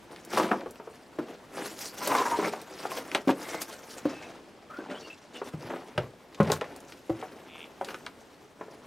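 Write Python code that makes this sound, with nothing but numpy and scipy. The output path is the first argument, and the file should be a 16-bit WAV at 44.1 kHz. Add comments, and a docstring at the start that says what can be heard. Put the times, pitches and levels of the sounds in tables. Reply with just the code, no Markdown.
"""Inside a roofless stone house, someone walks slowly over rubble, under a soft outdoor hush.
Soles scuff through grit (clouds of damped grains), and chips click (noise bursts through resonances).
Heels knock on loose stones (decaying modes with a burst of crushed grit) and thump the packed ground.
A slab is dragged in jerks and rings, shards squeak as gliding tones, and something creaks once by stick-slip.
Bare walls answer with a short decaying echo."""
import sys
import numpy as np
from scipy import signal
from scipy.fft import rfft, irfft, next_fast_len
from scipy.io import wavfile
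from scipy.ndimage import uniform_filter1d, map_coordinates

SR = 44100
rng = np.random.default_rng(int(sys.argv[2]) if len(sys.argv) > 2 else 0)


def output_pcm(signal):
    """Save a mono or channel-first signal as 16-bit PCM at the path in sys.argv[1].

    Samples are clipped to [-1, 1] before scaling.
    """
    pcm = np.clip(np.atleast_2d(signal).T, -1, 1) * 32767
    wavfile.write(sys.argv[1], SR, np.round(pcm).astype(np.int16))


N = 390989  # samples


def amp(db):
    """The decibel law: a level in dB as an amplitude ratio."""
    return 10 ** (np.asarray(db) / 20)


def unit(x):
    """Normalization to a root-mean-square value of 1."""
    return x / np.sqrt(np.mean(x ** 2) + 1e-20)


def along(points, hz):
    """Interpolation of (frequency_hz, value) points on a logarithmic frequency axis."""
    f, v = np.transpose(points)
    return np.interp(np.log(hz + 1), np.log(f + 1), v)


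def wobble(rate):
    """Slow random modulation: a smooth curve through `rate` random knots a second."""
    knots = rng.standard_normal(int(N * rate / SR) + 4)
    return map_coordinates(knots, [np.arange(N) * rate / SR])


def filtered(x, response):
    """Linear filtering: the spectrum of x times a (complex) response of frequency."""
    m = next_fast_len(N + SR // 2)  # room for ringing, so the end does not wrap to the start
    spectrum = rfft(x, m) * response(np.fft.rfftfreq(m, 1 / SR))
    return irfft(spectrum, m)[..., :N]


def without_bass(x, corner_hz):
    """Weak low-frequency radiation: three first-order high-pass stages."""
    return filtered(x, lambda hz: (1j * hz / (corner_hz + 1j * hz)) ** 3)


def body(modes):
    """Modal superposition: the causal response of a few resonances of alternating sign."""
    def response(f):
        total = 0
        for k, (centre, width, db) in enumerate(modes):
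            resonance = 1j * f * width / (centre * centre - f * f + 1j * f * width)
            total = total + (-1) ** k * amp(db) * resonance
        return total
    return response


def hush():
    """Partial coherence of a diffuse field: distant air and leaves, partly unlike on the two sides."""
    # spectrum of the hush: frequency_hz, relative level_db (per Hz)
    spectrum = [(25, -20), (84, -7.5), (161, -6), (263, -2.5), (317, -4.5), (3250, -21), (8830, -31.5),
                (16000, -44)]
    # likeness of left and right: frequency_hz, correlation (1 = the same)
    likeness = [(60, 1), (950, 0.69), (3770, 0.76), (15000, 1.0)]
    level_db = -55.5

    def turn(hz):
        return np.arccos(np.clip(along(likeness, hz), -1, 1)) / 2

    def mid_side(hz):
        return amp(along(spectrum, hz)) * [np.cos(turn(hz)), np.sin(turn(hz))]

    mid, side = filtered(rng.standard_normal((2, N)), mid_side)
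    sway_db = 1.3 * wobble(3.5)
    return amp(level_db + sway_db) * unit(np.array([mid + side, mid - side]))


def grains(hz, spread, cycles, spiky_db, count, size):
    """Granular superposition: stones touch at random moments, each a damped sine of its own pitch."""
    when, big = rng.random((2, count, 1))
    f = np.clip(hz * np.exp(spread * rng.standard_normal((count, 1))), 60, SR / 3)
    k = np.arange(size)
    turns = f * k / SR
    strength = amp(spiky_db * (2 * big - 1))
    damping = np.exp(-turns / cycles) * (1 - k / size)
    shape = strength * damping * np.sin(2 * np.pi * turns)
    places = (when * N).astype(int) + k
    return unit(np.bincount(places.ravel(), shape.ravel(), N + size)[:N])


def patchy(x, depth_db):
    """Spectral fluctuation: random gain in patches of time and pitch shifts the colour of a hiss."""
    z = signal.stft(x, nperseg=256)[2]
    field = uniform_filter1d(rng.standard_normal(z.shape), size=12, axis=0)
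    field = uniform_filter1d(field, size=8, axis=1)
    return unit(signal.istft(z * amp(depth_db * unit(field)), nperseg=256)[1][:N])


def pressure():
    """Energy addition: scuffs swell and fade, and their powers add into gains of stones, pebbles, sand."""
    # soles rolling and sliding on rubble: loudest_s, swell_s, fade_s, stones_db, sand_db
    soles = [(0.12, 0.042, 0.57, -48, -61.5), (0.34, 0.045, 0.089, -33, -39.5),
             (0.382, 0.068, 0.18, -25, -41), (0.535, 0.15, 0.11, -27, -88), (0.92, 0.044, 0.22, -52, -62),
             (1.3, 0.2, 0.14, -42.5, -63.5), (1.592, 0.1, 0.19, -37, -48), (1.66, 0.06, 0.098, -47, -41.5),
             (1.82, 0.11, 0.072, -44.5, -41), (1.864, 0.034, 0.027, -46, -35), (2.04, 0.16, 0.06, -38, -39),
             (2.081, 0.053, 0.21, -31, -41), (2.2, 0.24, 0.46, -34.5, -39.5),
             (2.36, 0.25, 0.064, -34.5, -54.5), (2.45, 0.093, 0.14, -32, -46),
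             (2.82, 0.049, 0.093, -49, -44), (2.97, 0.46, 0.11, -38.5, -44.5),
             (3.17, 0.18, 0.11, -38.5, -51.5), (3.3, 0.018, 0.023, -22, -41),
             (3.46, 0.18, 0.27, -38.5, -47), (3.55, 0.12, 0.11, -38, -47), (3.621, 0.02, 0.014, -52, -32),
             (3.72, 0.18, 0.16, -45.5, -49.5), (3.95, 0.17, 0.071, -52.5, -48),
             (4.12, 0.23, 0.18, -41.5, -52.5), (4.3, 0.25, 0.13, -41, -55), (4.92, 0.23, 0.19, -38, -64),
             (4.97, 0.12, 0.58, -52.5, -53.5), (5.345, 0.012, 0.12, -44.5, -48),
             (5.47, 0.03, 0.11, -42.5, -54.5), (5.63, 0.076, 0.52, -41, -59),
             (5.77, 0.21, 0.036, -38.5, -60.5), (6.02, 0.082, 0.076, -39, -67),
             (6.48, 0.089, 0.093, -29.5, -57), (6.534, 0.031, 0.038, -33, -41),
             (6.68, 0.22, 0.22, -43.5, -64), (6.92, 0.11, 0.17, -53.5, -57), (7.15, 0.095, 0.8, -45.5, -62),
             (7.61, 0.089, 0.13, -56, -61.5), (7.89, 0.093, 0.18, -42, -53.5),
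             (8.68, 0.13, 0.19, -48.5, -68), (8.86, 0.12, 0.11, -46, -64)]
    # stirring that goes on between scuffs: level_db of stones, pebbles and sand
    stir_db = (-55.5, -66.5, -69.5)
    span_db = 20  # climb over one swell, or drop over one fade, before rounding
    rounding = 0.1  # share of swell and fade over which the top is rounded
    # pebbles lie this far from the stones' level towards the sand's, plus an offset in dB
    pebble_share, pebble_offset_db = 0.3, -4

    power = amp(stir_db)[:, None] ** 2 * np.ones(N)
    t = np.arange(N) / SR
    for s, swell, fade, stones_db, sand_db in soles:
        near = slice(max(round((s - 2 * swell) * SR), 0), round((s + 2 * fade) * SR))
        late = t[near] - s
        slope = np.maximum(-late / max(swell, .01), late / max(fade, .01))
        shape_db = -span_db * (np.hypot(slope, rounding) - rounding)
        pebbles_db = stones_db + pebble_share * (sand_db - stones_db) + pebble_offset_db
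        levels_db = np.array([[stones_db], [pebbles_db], [sand_db]])
        power[:, near] += amp(shape_db + levels_db) ** 2
    return np.sqrt(power)


def scuffs():
    """Stick-slip over grains: big stones rumble, pebbles rattle and sand hisses, all in shared clumps."""
    # spectrum of the sand's hiss: frequency_hz, relative level_db (per Hz)
    sand_spectrum = [(1470, 4.5), (2500, 1), (3330, -1.5), (5690, 4), (6500, 1), (9580, -0.5), (13800, -3),
                     (16000, -13)]
    # patches of coarser or finer sand underfoot: from_s, to_s, change of the top octave_db
    patches = [(2.15, 2.903, -3.5), (4.05, 5.436, -13), (5.453, 5.656, 0), (5.688, 6.49, -0.5),
               (6.515, 6.6, 6)]

    catch_db = 2.2 * wobble(55)  # the sole catches and slips
    stones = grains(470, 0.565, cycles=2.26, spiky_db=3.5, count=5000, size=600)
    pebbles = grains(1995, 0.47, cycles=1.24, spiky_db=3.0, count=12000, size=200)
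    specks = grains(6740, 0.52, cycles=5.7, spiky_db=6.5, count=9000, size=80)
    specks = rng.standard_normal(N) + 0.66 * specks
    sand = patchy(filtered(specks, lambda hz: amp(along(sand_spectrum, hz))), depth_db=3)

    fine_db = np.zeros(N)
    k = np.arange(N)
    for start, end, db in patches:
        fine_db += db * ((k > start * SR) & (k < end * SR))
    top = filtered(sand, lambda hz: 1 / (1 + (8000 / (hz + 1)) ** 6))
    sand = sand + top * (amp(uniform_filter1d(fine_db, size=900)) - 1)
    flickering_sand = amp(1.63 * wobble(60)) * sand
    return amp(catch_db) * (pressure() * [stones, pebbles, flickering_sand]).sum(0)


def chips():
    """Impulsive excitation: a sharp click and a short broad burst, strongest near the chip's pitch."""
    # chips of stone: start_s, peak level_db, pitch_hz
    snaps = [(0.1618, -32, 2200), (0.25, -35, 8000), (0.3042, -36, 5260), (0.609, -36, 1940),
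             (0.709, -37, 8640), (0.758, -37, 2140), (1.79, -26, 5900), (2.075, -16, 9000),
             (2.6159, -34, 7160), (2.9763, -27, 3450), (3.1164, -23, 2130), (3.1485, -12, 2470),
             (3.282, -23.5, 2300), (3.308, -28, 2480), (4.771, -40, 2860), (5.625, -42.5, 1480),
             (5.9786, -15.5, 1810), (6.3464, -34.5, 2720), (6.431, -31, 4770), (6.483, -38, 2200),
             (6.501, -23, 1780), (6.5188, -9.5, 4900), (6.612, -21, 1700), (6.643, -31, 1700),
             (6.763, -33, 7030), (6.8042, -36, 7050), (6.9228, -32, 2310), (7.215, -32, 1700),
             (7.556, -35.5, 980), (7.8466, -29.5, 3930), (7.887, -27, 1630), (7.907, -30, 1900),
             (7.9443, -25, 1480), (8.0644, -24.5, 1330)]
    out, t = np.zeros(N + SR), np.arange(SR // 20) / SR
    decay = 0.15 * amp(-60 * t / 0.0028) + 0.063 * amp(-60 * t / 0.043)  # two 60 dB decay times, s
    for s, db, hz in snaps:
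        force = rng.standard_normal(len(t)) * decay
        force[0] += .5  # the click
        peak = signal.iirpeak(hz, .8, SR)
        snap = signal.lfilter(*peak, signal.lfilter(*peak, force))
        out[round(s * SR):][:len(t)] += amp(db) * snap / np.abs(snap).max()
    return out[:N]


def knocks():
    """Modal impact: each blow rings a stone near its pitch and crushes grit in a dying burst."""
    # heel and stone knocks: start_s, peak level_db of the stone before the bass cut, pitch_hz,
    # crunch level_db (relative to the blow)
    blows = [(0.372, -30.5, 990, 11.5), (0.398, -19.5, 472, 2.5), (0.513, -16, 699, 2.5),
             (0.659, -27, 453, -8), (0.798, -36, 450, -1), (0.873, -30.5, 465, -10),
             (1.186, -17.5, 300, -14), (2.072, -20, 604, -7), (2.388, -15, 402, -14),
             (2.394, -23.5, 1010, -15), (2.426, -26, 793, 0.5), (2.444, -21, 475, -3.5),
             (2.535, -25, 748, -7), (2.852, -26.5, 777, 0), (2.917, -27, 1064, -19),
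             (3.149, -20.5, 596, 1.5), (3.274, -8.5, 267, -30), (3.277, -20, 549, -14),
             (3.291, -15.5, 330, -3.5), (4.0531, -13, 288, -28), (4.0545, -18, 560, -19),
             (4.785, -22.5, 312, -15), (5.416, -26, 422, -4), (5.537, -26, 297, -13),
             (5.702, -36, 550, 5.5), (5.736, -30.5, 580, 0), (5.977, -19, 593, -3),
             (6.4012, -11.5, 555, -7.5), (6.4025, -11, 201.6, -15), (6.5, -18, 429, -8),
             (6.519, -18.5, 523, -3.5), (6.615, -25, 478, 0.5), (7.095, -16.5, 327, -22.5),
             (7.1, -20.5, 537, -31), (7.226, -28.5, 740, -4.5), (7.811, -19.5, 565, -9.5),
             (8.61, -32.5, 343, -1), (8.682, -38, 398, -5.5)]
    # spectrum of crushed grit: frequency_hz, relative level_db (per Hz)
    crunch = [(150, 1), (400, 10.5), (1200, 4), (3000, -15), (7000, -50), (15000, -97)]
    ring_s, ring_falls = 0.072, 0.27  # 60 dB decay of a 400 Hz stone; power of pitch that shortens it
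    attack_cycles = 0.15  # a blow builds up within a fraction of a cycle of its pitch

    stone, burst, t = np.zeros(N + SR), np.zeros(N + SR), np.arange(SR // 4) / SR
    for s, db, hz, crunch_db in blows:
        t60 = ring_s * (400 / hz) ** ring_falls
        fall = amp(db - 60 * t / t60) * (1 - np.exp(-t * hz / attack_cycles)) ** 2
        # the stone rocks on its bed: phases drift
        rock = 0.023 * np.cumsum(rng.standard_normal((13, len(t))), axis=1)
        ring = np.sin(2 * np.pi * hz * t + rock[0])
        # further modes, as multiples of the pitch; higher ones are weaker and die sooner
        ratio = np.exp(0.296 + .5 * rng.standard_normal((12, 1)))
        fade = amp(-60 * t * np.maximum(ratio - 1, 0) / t60) / np.maximum(ratio, 1)
        phase = 2 * np.pi * hz * ratio * t + rock[1:] + 2 * np.pi * rng.random((12, 1))
        ring += 0.35 * (fade * np.sin(phase)).sum(0)
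        at = slice(round(s * SR), round(s * SR) + len(t))
        stone[at] += amp(db) * ring * fall / np.abs(ring * fall).max()
        burst[at] += amp(crunch_db) * fall
    grit = unit(filtered(rng.standard_normal(N), lambda hz: amp(along(crunch, hz))))
    return without_bass(stone[:N] + burst[:N] * grit, 140)  # small stones radiate little bass


def thuds():
    """Heavy damping: the heel's weight thumps packed ground, which gives softly and dies fast."""
    # thumps: start_s, level_db, pitch_hz
    thumps = [(1.19, -36, 150), (3.285, -23, 190), (4.056, -27.5, 158), (5.54, -21, 151), (5.646, -31, 124),
              (5.958, -34, 125), (5.979, -15.5, 119), (6.4007, -8, 163), (6.485, -17, 157),
              (6.519, -22.5, 153), (7.104, -23, 112)]
    # modes of the ground: ratio to the pitch, relative level_db, 60 dB decay time_s
    ground = [(1, 3, 0.052), (.62, -17.5, 0.17)]
    out, t = np.zeros(N + SR), np.arange(SR // 4) / SR
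    onset = 1 - np.exp(-t / 0.0029)
    for s, db, hz in thumps:
        ring = np.zeros(len(t))
        for ratio, mode_db, t60 in ground:
            ring += amp(db + mode_db - 60 * t / t60) * np.sin(2 * np.pi * hz * ratio * t)
        out[round(s * SR):][:len(t)] += ring * onset
    return out[:N]


def slab():
    """Friction-driven resonance: gritty rubbing rings the slab jerk by jerk; its tilt shifts the modes."""
    # modes of the slab: frequency_hz, width_hz, relative level_db
    modes = [(447, 380, 3), (963, 27, 22), (1174, 180, 6), (2100, 840, -9), (5300, 230, -12.5),
             (7030, 170, -12)]
    # jerks of the sliding slab: start_s, length_s, level_db, pitch ratio of the modes
    jerks = [(2.01, 0.021, -40, 1.04), (2.087, 0.032, -30.5, 1.08), (2.115, 0.017, -23, 0.96),
             (2.148, 0.0067, -18, 1.014), (2.175, 0.055, -28, 1.07), (2.253, 0.024, -23, 0.98),
             (2.31, 0.037, -28, 0.98)]
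    attack_s, release_s = 0.0034, 0.012
    t, out = np.arange(N) / SR, np.zeros(N)
    roughness_db = 1.9 * wobble(90) + 0.77 * rng.exponential(size=N)
    rub = amp(roughness_db) * rng.standard_normal(N)
    for s, length, db, tilt in jerks:
        rise = np.clip((t - s) / attack_s, 0, 1)
        grip = amp(db) * rise * np.exp(-np.maximum(t - s - length, 0) / release_s)
        out += grip * unit(filtered(rub, lambda hz: body(modes)(hz / tilt)))
    return out


def shard():
    """Single-mode friction: brief rubs sound a fluttering, slightly hoarse tone that glides."""
    # thin shards squeaking under the sole: start_s, length_s, level_db, first pitch_hz, last pitch_hz
    rubs = [(3.438, 0.17, -50, 2100, 2120), (4.115, 0.16, -55.5, 2650, 2580), (4.7, 0.11, -46, 1280, 1520),
            (5.1, 0.034, -46.5, 2700, 2640), (4.945, 0.045, -50, 2930, 3300),
            (5.025, 0.043, -52, 2850, 2800), (5.01, 0.072, -57.5, 4480, 4420),
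            (5.345, 0.054, -59, 3500, 3500), (5.343, 0.049, -53, 3000, 2780),
            (2.44, 0.021, -32.5, 2180, 2090)]
    out, flutter = np.zeros(N), amp(3.5 * wobble(70))
    for s, length, db, from_hz, to_hz in rubs:
        t = np.arange(round(length * SR)) / SR
        hoarse = 0.11 * np.cumsum(rng.standard_normal(len(t)))  # phase drift, radians
        mean_hz = from_hz + (to_hz - from_hz) * t / length / 2  # mean pitch since the start
        squeak = np.sin(2 * np.pi * mean_hz * t + hoarse)
        ramps = np.clip(np.minimum(t, length - t) / 0.0029, 0, 1)
        out[round(s * SR):][:len(t)] += amp(db) * ramps * unit(squeak)
    return out * flutter


def creak():
    """Stick-slip: a short run of uneven slips drives stiff resonances, slowing as it grows louder."""
    # resonances of what creaks: frequency_hz, width_hz, relative level_db
    resonances = [(2200, 210, 4), (2630, 460, 5), (3500, 180, 4)]
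    start_s, end_s = 7.48, 7.652
    t = np.arange(N) / SR
    db = np.interp(t, [start_s, end_s], [-54.5, -43.5])
    slips_per_s = np.interp(t, [start_s, end_s], [160, 62])
    uneven = 0.14 * wobble(80)
    slip_count = np.floor(np.cumsum(slips_per_s * (1 + uneven)) / SR)
    slips = np.diff(slip_count, prepend=0) * amp(2 * rng.standard_normal(N))
    sounding = (t > start_s) & (t < end_s)
    return amp(db) * unit(filtered(slips, body(resonances))) * sounding


def walls(x):
    """Reverberation: decaying noise as echo, alike on both sides in the bass; the treble dies first."""
    # difference between the sides in the echo: frequency_hz, side over mid level_db
    spread = [(200, -31), (1500, -15.5), (5000, -10), (14000, -20)]
    # decay of the echo: frequency_hz, 60 dB decay time_s
    decay = [(120, 0.34), (700, 0.16), (2500, 0.12), (10000, 0.088)]
    out, step = np.zeros((2, N + 2 * SR)), SR // 3
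    # the walker moves, so each third of a second has an echo of its own
    for at in range(0, N, step):
        hz, t, z = signal.stft(rng.standard_normal((2, SR // 2)), SR, nperseg=256)
        z[1] *= amp(along(spread, hz))[:, None]
        fall = amp(-60 * t / along(decay, hz)[:, None])
        mid, side = signal.istft(z * fall, SR, nperseg=256)[1]
        tail = np.array([mid + side, mid - side]) / np.linalg.norm(mid)
        echo = signal.fftconvolve(x[None, at:at + step], tail, axes=1)
        out[:, at:at + echo.shape[1]] += echo
    return np.pad(out, ((0, 0), (200, 0)))[:, :N]  # the echo starts 200 samples late


def scene():
    """Superposition: contact sounds, their echo and the hush add at two close-set listening points."""
    rubbing = scuffs() + slab() + shard() + creak()
    feet = without_bass(rubbing, 150) + knocks() + thuds() + chips()
    feet = without_bass(feet, 66)  # rubble carries no deep bass
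    # a slope added to one side and taken from the other is a tiny delay: contacts lie now left, now right
    lag = 0.21 * np.gradient(feet) * wobble(6)
    balance = amp([[.4], [-.4]])  # left slightly louder, dB
    return (feet + [lag, -lag] + amp(-9.5) * walls(feet) + hush()) * balance


def record(dry):
    """Band limitation: nothing passes above a sharp upper edge."""
    top_hz = 15900
    return filtered(dry, lambda hz: hz < top_hz)


dry = scene()
out = record(dry)
output_pcm(out)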